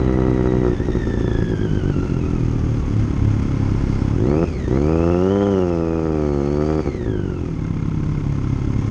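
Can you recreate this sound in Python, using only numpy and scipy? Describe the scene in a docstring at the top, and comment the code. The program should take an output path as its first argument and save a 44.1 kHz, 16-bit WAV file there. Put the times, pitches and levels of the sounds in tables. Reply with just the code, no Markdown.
"""A single-cylinder motorcycle rolls slowly down a pit lane, heard from a small case fixed on the bike.
It coasts down with misfires to an idle, is blipped, pulls for two seconds and drops back.
Each firing sends a crack and a slower push of gas down the pipe, which barks and booms; in step with
the crank the gears whine, loose teeth and valves rattle and the frame shakes.
Two other bikes drone close by, over wind rumble, chain and tyre hiss and a wash of idling engines."""
import sys
import numpy as np
from scipy import signal
from scipy.fft import rfft, irfft, next_fast_len
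from scipy.io import wavfile
from scipy.ndimage import uniform_filter1d, minimum_filter1d

SR = 44100
rng = np.random.default_rng(int(sys.argv[2]) if len(sys.argv) > 2 else 0)


def transcribe(u):
    """Save the signal u as a 16-bit wav file named by the first command-line argument.

    u: samples, shape (n,) or (channels, n), limited to [-1, 1]; the rate is SR.
    q: integer samples, one column per channel.
    """
    v = np.clip(np.atleast_2d(u).T, -1, 1)
    q = np.round(v * 32767).astype(np.int16)
    wavfile.write(sys.argv[1], SR, q)


N = 392490
TIME = np.arange(N) / SR
IDLE_HZ = 34   # firings per second

def from_db(db):
    """Decibels to gain."""
    return 10 ** (np.asarray(db) / 20)

def rms_one(x):
    """Scale to rms 1."""
    return x / np.sqrt(np.mean(x ** 2) + 1e-20)

def curve(rows, at=TIME, column=1):
    """One column of a breakpoint table, read at the given times."""
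    columns = np.transpose(rows)
    return np.interp(at, columns[0], columns[column])

def lowpass(x, hz, order=2):
    """Butterworth low-pass."""
    return signal.sosfilt(signal.butter(order, hz, fs=SR, output="sos"), x)

def drift(rate_hz):
    """Smooth random modulation, rms 1."""
    return rms_one(lowpass(rng.standard_normal(N + SR), rate_hz)[SR:])

def noise(colour):
    """Noise of a given colour, rms 1."""
    hz, db = np.transpose(colour)
    size = next_fast_len(N, True)
    bins = np.maximum(np.fft.rfftfreq(size, 1 / SR), 1)
    gain = from_db(np.interp(np.log(bins), np.log(hz), db))
    return rms_one(irfft(rfft(rng.standard_normal(size)) * gain, size)[:N])

def resonate(x, modes):
    """Parallel resonators, each with its level at the peak."""
    out = np.zeros(N)
    for hz, width, db in modes:
        r = np.exp(-np.pi * width / SR)
        poles = [1, -2 * r * np.cos(2 * np.pi * hz / SR), r * r]
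        out += from_db(db) * signal.lfilter((1 - r * r) / 2 * np.array([1, 0, -1]), poles, x + 1e-18)
    return out

def cycle_starts(cycles):
    """The samples at which a new engine cycle begins."""
    return np.flatnonzero(np.diff(np.floor(cycles)))

def puffs(at, sizes, rise_ms, lead_ms=0):
    """Smooth pulses that swell and die away; size is the area in pressure times ms."""
    train = np.zeros(N)
    train[np.clip(at - int(lead_ms * SR / 1000), 0, N - 1)] = sizes * SR / 1000
    r = np.exp(-1000 / (rise_ms * SR))
    return signal.lfilter([(1 - r) ** 2], [1, -2 * r, r * r], train + 1e-18)

# fader rides of the thin hiss and the engine wash: t/s, level/dB
SWELL_LEVEL = [(0, -80), (3.2, -68), (3.6, -57), (4.0, -53.5), (4.3, -72.5), (8.9, -77.5)]
WASH_LEVEL = [(0, -37.5), (1.6, -48.5), (2.8, -45), (3.6, -41.5), (4.1, -41), (4.5, -53.5), (8.9, -50)]
# their tone colours: f/Hz, level/dB
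SWELL_COLOUR = [(2500, -24.5), (4200, -3), (5300, 0), (7000, -14.5), (9500, -19.5), (12000, -35.5)]
WASH_COLOUR = [(300, -11.5), (520, 0.5), (640, -6.5), (850, 0.5), (1070, -6.5), (1320, -5.5), (1600, -9.5),
               (3000, -17.5), (6000, -42)]

def parked_bikes():
    """A thin high hiss swells beside the parked bikes; their idling engines blur into a wash."""
    swell = from_db(curve(SWELL_LEVEL)) * noise(SWELL_COLOUR)
    wash = from_db(curve(WASH_LEVEL)) * noise(WASH_COLOUR)
    return swell + wash

# airflow over the case: t/s, level/dB
WIND_LEVEL = [(0, -25), (1.1, -23), (1.9, -25), (4.55, -23.5), (5.4, -33), (6.6, -32), (7, -26.5),
              (7.6, -29.5), (8.9, -27.5)]
# its tone colour: f/Hz, level/dB
WIND_COLOUR = [(15, -10.5), (30, 9), (52, 6.5), (80, 7.5), (120, 1.5), (250, 1.5), (380, -7), (550, -14.5),
               (1000, -56)]

def wind():
    """Air buffets the case into a low rumble."""
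    return from_db(curve(WIND_LEVEL)) * noise(WIND_COLOUR)

# fader ride of the rolling hiss: t/s, level/dB
HISS_LEVEL = [(0, -45.5), (1.2, -43), (3.9, -42.5), (5.4, -41.5), (5.9, -45), (6.75, -41), (7.1, -47.5),
              (7.8, -47), (8.9, -43)]
# its tone colour: f/Hz, level/dB
HISS_COLOUR = [(300, 6.5), (620, 15.5), (870, 15.5), (1060, 12.5), (1300, 14.5), (1550, 9), (2100, 6.5),
               (2600, 6), (3300, 1.5), (3750, -4.5), (5000, 1.5), (6000, -0.5), (7200, -7.5), (8000, -13),
               (9400, -14.5), (10500, -21)]
# ring of the case: f/Hz, width/Hz, level/dB
CASE_MODES = [(2130, 150, -8), (3350, 200, -6), (6460, 230, 5)]

def chain_and_tyres(cycles, pulse_depth=.039, flicker_db=2):
    """Chain and tyres hiss through the ringing case, flickering and pulsing with the engine."""
    pulse = 1 + pulse_depth * np.cos(2 * np.pi * cycles - 1)
    hiss = noise(HISS_COLOUR) * pulse * from_db(flicker_db * drift(110))
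    return from_db(curve(HISS_LEVEL)) * rms_one(hiss + resonate(hiss, CASE_MODES))

# two bikes close by, one track each: t/s, firing f/Hz, level/dB
NEIGHBOURS = [
    [(1.2, 177.8, -36.5), (1.5, 167, -27), (2.05, 137, -26), (2.5, 119.7, -29.5), (2.72, 112.9, -24),
     (3.5, 104, -21), (3.9, 104.5, -35), (4.3, 102, -42)],
    [(7.1, 178, -39), (7.5, 166.4, -26.5), (8.1, 151.7, -21.5), (8.5, 132.2, -25.5), (8.9, 111, -24)],
]

def neighbour(track, throb_db, throb_hz=3.9, throb_peak_s=3, overtone_db=-15):
    """A smooth multi-cylinder drone that sinks with its revs, with an optional slow throb."""
    phase = 2 * np.pi * np.cumsum(curve(track) * (1 + .006 * drift(12))) / SR
    drone = sum(from_db(overtone_db * k) * np.sin((k + 1) * phase) for k in range(3))
    heard = (TIME >= track[0][0]) & (TIME <= track[-1][0])
    throb = throb_db * np.cos(2 * np.pi * throb_hz * (TIME - throb_peak_s))
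    return heard * from_db(curve(track, column=2) - 2 + throb + drift(14)) * rms_one(drone)

# frame shake, strongest at a crawl: t/s, level/dB
SHAKE_LEVEL = [(0, -45), (2.1, -38.5), (2.5, -20.5), (3.1, -20.5), (3.9, -22), (4.3, -43), (4.6, -53),
               (8.9, -48.5)]

def shake(cycles, uneven_db=1):
    """The unbalanced crank, two turns to a firing, rocks the frame unevenly."""
    return from_db(curve(SHAKE_LEVEL) + uneven_db * drift(6.2)) * np.sin(2 * np.pi * 2 * cycles)

def chatter(cycles, modes):
    """One short, uneven knock per cycle rings the metal; rms 1."""
    at = cycle_starts(cycles)
    knocks = puffs(at, from_db(rng.uniform(-2, 2, len(at))), rise_ms=2.8) * rng.standard_normal(N)
    return rms_one(resonate(knocks, modes))

# ring of the crankcase and of the cylinder head: f/Hz, width/Hz, level/dB
CRANKCASE_MODES = [(525, 50, 3), (810, 60, -2), (930, 55, 2.5), (1060, 70, 0), (1290, 110, 4),
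                   (2120, 50, 0), (3320, 120, -11)]
HEAD_MODES = [(1050, 80, 1), (2120, 60, 1.5), (3320, 120, -12)]

def rattle(cycles, firing_hz, idle_db=-43, loss_db_per_hz=1.1):
    """Loose teeth knock at each firing and valves tick as they seat; both fade as the revs rise."""
    level_db = idle_db - loss_db_per_hz * np.maximum(firing_hz - IDLE_HZ, 0)
    teeth = chatter(cycles, CRANKCASE_MODES)
    valves = from_db(-5) * chatter(cycles - .72, HEAD_MODES)   # late in the cycle
    return from_db(level_db) * lowpass(teeth + valves, 3200)

# whine at the tooth rate, its octave (strongest as the wheel drives the engine)
# and its third partial (heard coasting down): t/s, level/dB
WHINE_ROOT = [(0, -43.5), (.9, -43), (1.4, -39.5), (2.2, -44), (3.2, -51), (4.1, -46.5), (4.45, -46),
              (4.7, -45), (5.1, -43), (6, -51), (6.5, -52.5), (6.95, -43.5), (7.2, -44.5), (7.8, -54),
              (8.9, -46.5)]
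WHINE_OCTAVE = [(0, -55), (.7, -56), (.78, -49), (.85, -62), (.92, -52), (1.2, -51), (1.3, -45),
                (1.55, -48.5), (2.33, -49), (2.6, -60), (4.1, -60), (4.4, -54), (4.7, -56), (5.15, -51),
                (5.4, -62), (5.6, -54), (6.1, -61), (6.35, -55), (6.75, -52.5), (7, -57), (7.1, -50.5),
                (7.5, -55), (7.8, -64)]
WHINE_THIRD = [(0, -65), (.8, -65), (.9, -57.5), (1.45, -56.5), (1.6, -61), (2.2, -62), (2.6, -74)]
# pitch bends as the drive snatches: t/s, bend/share of gear speed
LURCHES = [(.78, -.04), (.855, .05), (.97, .03), (1.45, .02), (1.52, .03), (1.58, -.025), (1.63, .04),
           (1.69, -.025), (1.765, .045), (1.82, -.025), (1.89, .075), (1.96, -.035), (2.17, .06),
           (2.22, -.03), (2.32, .07), (5.02, .025), (5.17, -.02), (5.42, .02), (6.16, .04), (6.27, -.025),
           (6.76, -.035), (6.87, .025), (6.96, .04)]

def gears(cycles, firing_hz, teeth_per_firing=30.5, lurch_s=.024, wander_db=1.8):
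    """Tooth whine bends with each lurch and flutters with the crank; backlash smears it at high revs."""
    lurch = sum(share * np.exp(-.5 * ((TIME - s) / lurch_s) ** 2) for s, share in LURCHES)
    crank = 2 * np.pi * cycles
    flutter = .55 * np.sin(crank) + .85 * drift(20)
    mesh = 2 * np.pi * teeth_per_firing * np.cumsum(firing_hz * (1 + lurch)) / SR + flutter
    backlash = np.minimum(1.2 * (firing_hz / 80) ** 3, 1.2)
    whine = np.zeros(N)
    for k, levels in enumerate((WHINE_ROOT, WHINE_OCTAVE, WHINE_THIRD), 1):
        gain = from_db(curve(levels) + wander_db * drift(12))
        tone = np.sin(k * mesh + backlash * drift(70))
        roughness = 1 + .4 * drift(130)
        whine += gain * tone * roughness
    throb = 1 + .45 * np.cos(crank)
    return lowpass(whine * throb, 6200, order=4)

# the rev line: t/s, firing f/Hz
REVS = [(0.0, 64.27), (0.33, 63.24), (.62, 62.5), (.77, 57.6), (.88, 60), (1.22, 57.36), (2.2, 42.24),
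        (2.94, 35.37), (4.11, 32.76), (4.29, 69.61), (4.44, 87.36), (4.66, 57.31), (4.9, 80.03),
        (5.17, 88.4), (5.34, 99.8), (5.49, 100.8), (5.65, 88.6), (5.8, 82.7), (6.03, 80.86), (6.4, 69.52),
        (6.76, 78.82), (7.14, 51.53), (7.66, 33.78), (8.9, 34.54)]

def engine_speed(flywheel_s=.07):
    """Firings per second, the corners rounded by the flywheel."""
    return uniform_filter1d(curve(REVS), size=int(flywheel_s * SR), mode="nearest")

# stretches with the throttle shut: start t/s, end t/s
OVERRUN = [(.745, 1.955), (2.065, 2.09), (4.447, 4.7), (6.815, 7.07)]

def throttle_shut(when):
    """1 on the overrun, else 0."""
    return sum((when > start) & (when <= end) for start, end in OVERRUN)

# bursts of overrun pops: t/s, count, spacing/cycles, level/dB, growth per pop/dB
POPS = [(.805, 2, 1, 1.5, -5), (.885, 2, 1, 3.5, -7), (.953, 2, 1, 4, -8), (1.02, 2, 1, -9, 1),
        (1.072, 1, 1, 1, 0), (1.106, 6, 2, -2, .4), (1.316, 4, 2, -1, 0), (1.5, 3, 1, 0, .5),
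        (1.596, 4, 1, -4, 2), (1.714, 4, 1, -3, 1.5), (1.837, 4, 1, -3, 2.3), (4.677, 1, 1, -1, 0),
        (6.86, 1, 1, -3, 0), (6.875, 2, 1, 1.5, -5), (6.948, 1, 1, 0, 0), (7.01, 2, 1, -5, 0),
        (7.062, 1, 1, -2, 0)]

def burning(when, pop_trim_db=-1):
    """Which cycles ignite, and their extra dB: all under throttle, only the pops on the overrun."""
    burns, extra_db = throttle_shut(when) == 0, np.zeros(len(when))
    for s, count, spacing, db, growth_db in POPS:
        k = np.arange(int(count))
        caught = np.argmin(np.abs(when - s)) + int(spacing) * k
        burns[caught] = True
        extra_db[caught] = pop_trim_db + db + growth_db * k
    return burns, extra_db

def surging(cycles, kick_hz=1.6):
    """Among misfires each burn kicks the crank faster and each dead cycle lets it sag."""
    when = cycle_starts(cycles) / SR
    burns = burning(when)[0].astype(float)
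    gained = np.cumsum(burns - uniform_filter1d(burns, size=9))
    ripple_hz = kick_hz * (gained - uniform_filter1d(gained, size=9))
    return cycles + np.cumsum(np.interp(TIME, when, ripple_hz)) / SR

# how hard the engine works for its speed: t/s, level/dB
EFFORT = [(0, 3), (.5, 2), (.72, -1.5), (.9, 0.5), (1.4, 3.5), (2.6, 1), (4.15, 3.5), (5.1, 3.5), (5.5, -1),
          (5.95, -2), (6.7, 0), (7.3, -2.5), (8.9, 1.5)]

def load(firing_hz, pull_hz_per_s=95, lean_below_hz=69.5):
    """Effort, crack and push in dB, leanness 0-1: at idle the crack fades and the push is strongest."""
    effort_db = curve(EFFORT)
    above_idle_hz = np.maximum(firing_hz - IDLE_HZ, 0)
    pull = np.tanh(np.gradient(firing_hz) * SR / pull_hz_per_s)
    crack_db = 2 + .53 * effort_db - 28.5 * np.exp(-above_idle_hz / 16.4) - pull
    push_db = -4 + effort_db - 12 * (above_idle_hz / 60) ** 2
    lean = np.clip((lean_below_hz - firing_hz) / 3.7, 0, 1) * (1 - np.maximum(pull, 0))
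    return np.array([effort_db, crack_db, push_db, lean])

# low body of the pipe: f/Hz, width/Hz, level/dB
BOOM_MODES = [(34.2, 21, -8), (72, 33, -6), (105.8, 35.5, 1.5), (142, 56, -3.5), (201.5, 33, -6.5),
              (278, 61, 2.5), (327, 270, -20.5)]

def boom(flow):
    """The piston's slow shove of gas rings the pipe's low modes."""
    return lowpass(resonate(flow, BOOM_MODES), 325, order=4)

# dead notes of the silencer: f/Hz, width/Hz
NULLS = [(622, 51), (1075, 16)]

def silencer(x):
    """Notches where waves from the two ends of the silencer cancel."""
    for hz, width in NULLS:
        x = signal.lfilter(*signal.iirnotch(hz, hz / width, fs=SR), x)
    return x

# open ring of pipe and silencer: cool f/Hz, width/Hz, level/dB, change when hot/dB
PIPE_MODES = [(130, 10, -16.5, -2), (202, 79, -1.5, 2.5), (313.6, 30, -1.5, 3.5), (361.3, 48.5, 8, 0),
              (407.7, 53, -7, -11.5), (477.4, 48, 2.5, 1), (517, 16, -5.5, 4), (674, 48, -2.5, -3.5),
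              (778, 35, -5, 1), (852, 67, -9, -7.5), (945, 30, -5, 3), (1168, 117, -1, -1),
              (1275, 27, 2.5, 1.5), (1328, 15, -6, -9), (1710, 200, -9.5, 6), (2730, 860, -34.5, 1.5)]
# hollow ring with the throttle nearly shut: f/Hz, width/Hz, level/dB
HOLLOW_MODES = [(367, 25, 16.5), (924, 36, 5), (1337, 42, 6.5)]

def bark(blast, suck, heat, firing_hz, hot_rise=.042, hollow_below_hz=65.6):
    """Sharp gas pulses ring the pipe: higher when hot, hollow at low revs and on dead cycles."""
    cool_pipe = [mode[:3] for mode in PIPE_MODES]
    hot_pipe = [(hz * (1 + hot_rise), width, db + hot_db) for hz, width, db, hot_db in PIPE_MODES]
    gas = blast + suck
    open_ring = resonate(gas * (1 - heat), cool_pipe) + resonate(gas * heat, hot_pipe)
    coasting = np.clip((hollow_below_hz - firing_hz) / 5.6, 0, 1)
    hollow = resonate(suck + from_db(-5) * coasting * blast, HOLLOW_MODES)
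    return lowpass(silencer(from_db(-2 * coasting) * open_ring + hollow), 2400)

def exhaust(cycles, firing_hz, jitter_ms=.083, hot_from_hz=75.7,
            dead_crack_db=-27, dead_push_db=-8, pop_push_db=-2):
    """Each cycle the valve lets out a turbulent crack and a slower push; the pipe barks and booms."""
    at = cycle_starts(cycles)
    effort_db, crack_db, push_db, lean = load(firing_hz)[:, at]
    crack_luck, push_luck, draw_luck, timing_luck = rng.standard_normal((len(at), 4)).T
    at = at + (timing_luck * jitter_ms * SR / 1000).astype(int)
    burns, pop_db = burning(at / SR)
    shut = throttle_shut(at / SR)
    lean = lean * (1 - .5 * shut)
    spread_db = 1.3 * lean   # a lean mixture burns unevenly
    cracks = from_db(crack_db + spread_db * crack_luck + np.where(burns, pop_db, dead_crack_db))
    pushes = from_db(push_db + spread_db * push_luck + np.where(burns, pop_push_db * shut, dead_push_db))
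    # the harder and hotter a cycle burns, the steeper its front: top revs turn raspy
    heat = np.clip((firing_hz - hot_from_hz) / 25.3, 0, 1)
    scatter = (.15 + .022 * lean) * crack_luck
    steep = np.clip(.17 + .02 * effort_db + .099 * heat[at] ** 2 + scatter, 0, 1)
    sharp_crack = puffs(at, cracks * steep, rise_ms=.17)
    soft_crack = puffs(at, cracks * (1 - steep), rise_ms=.4, lead_ms=.25)
    jet = puffs(at, cracks * steep, rise_ms=.8) * lowpass(rng.standard_normal(N), 1900, order=4)
    blast = sharp_crack + soft_crack + jet
    push = puffs(at, pushes, rise_ms=.75, lead_ms=2.52)
    # the intake gulps half a cycle later, whether the charge burns or not
    gulp = puffs((at[:-1] + at[1:]) // 2, -from_db(push_db - 15 + 2.1 * draw_luck)[:-1], rise_ms=1)
    # a dead cycle sucks gas back from the pipe, which still rings it dully
    suck = puffs(at, -from_db(-11 + 2 * draw_luck) * ~burns, rise_ms=.7)
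    return from_db(-7.5) * bark(blast, suck, heat, firing_hz) + from_db(1.5) * boom(push + gulp)

def scene():
    """One crank drives exhaust, gears, rattle and shake, over the bed of the lane and two other bikes."""
    firing_hz = engine_speed()
    cycles = surging(np.cumsum(firing_hz) / SR - .14 + firing_hz * .0011)
    engine = exhaust(cycles, firing_hz)
    mechanics = gears(cycles, firing_hz) + rattle(cycles, firing_hz) + shake(cycles)
    others = neighbour(NEIGHBOURS[0], throb_db=5.5) + neighbour(NEIGHBOURS[1], throb_db=0)
    bed = wind() + chain_and_tyres(cycles) + parked_bikes()
    return (bed + others + mechanics + engine)[None]

def limiter(x, ceiling=.51, release_db_per_s=250):
    """Ducks just ahead of each peak over the ceiling and recovers quickly."""
    over_db = 20 * np.log10(np.maximum(np.abs(x) / ceiling, 1))
    ramp = release_db_per_s * TIME
    held_db = np.maximum.accumulate(over_db + ramp, axis=-1) - ramp
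    return x * from_db(uniform_filter1d(minimum_filter1d(-held_db, size=65), size=65))

def record(dry, low_cut_hz=12, high_cut_hz=10900):
    """The case delays the deep bass, so pulses swing up, then sharply down; low cut, limiter, high cut."""
    r = np.exp(-2 * np.pi * 35 / SR)   # all-pass turning at 35 Hz
    cased = signal.lfilter([r, -1], [1, -r], dry)
    trimmed = signal.sosfilt(signal.butter(1, low_cut_hz, "high", fs=SR, output="sos"), cased)
    return signal.sosfilt(signal.cheby2(12, 60, high_cut_hz, fs=SR, output="sos"), limiter(trimmed))

dry = scene()
out = record(dry)
transcribe(out)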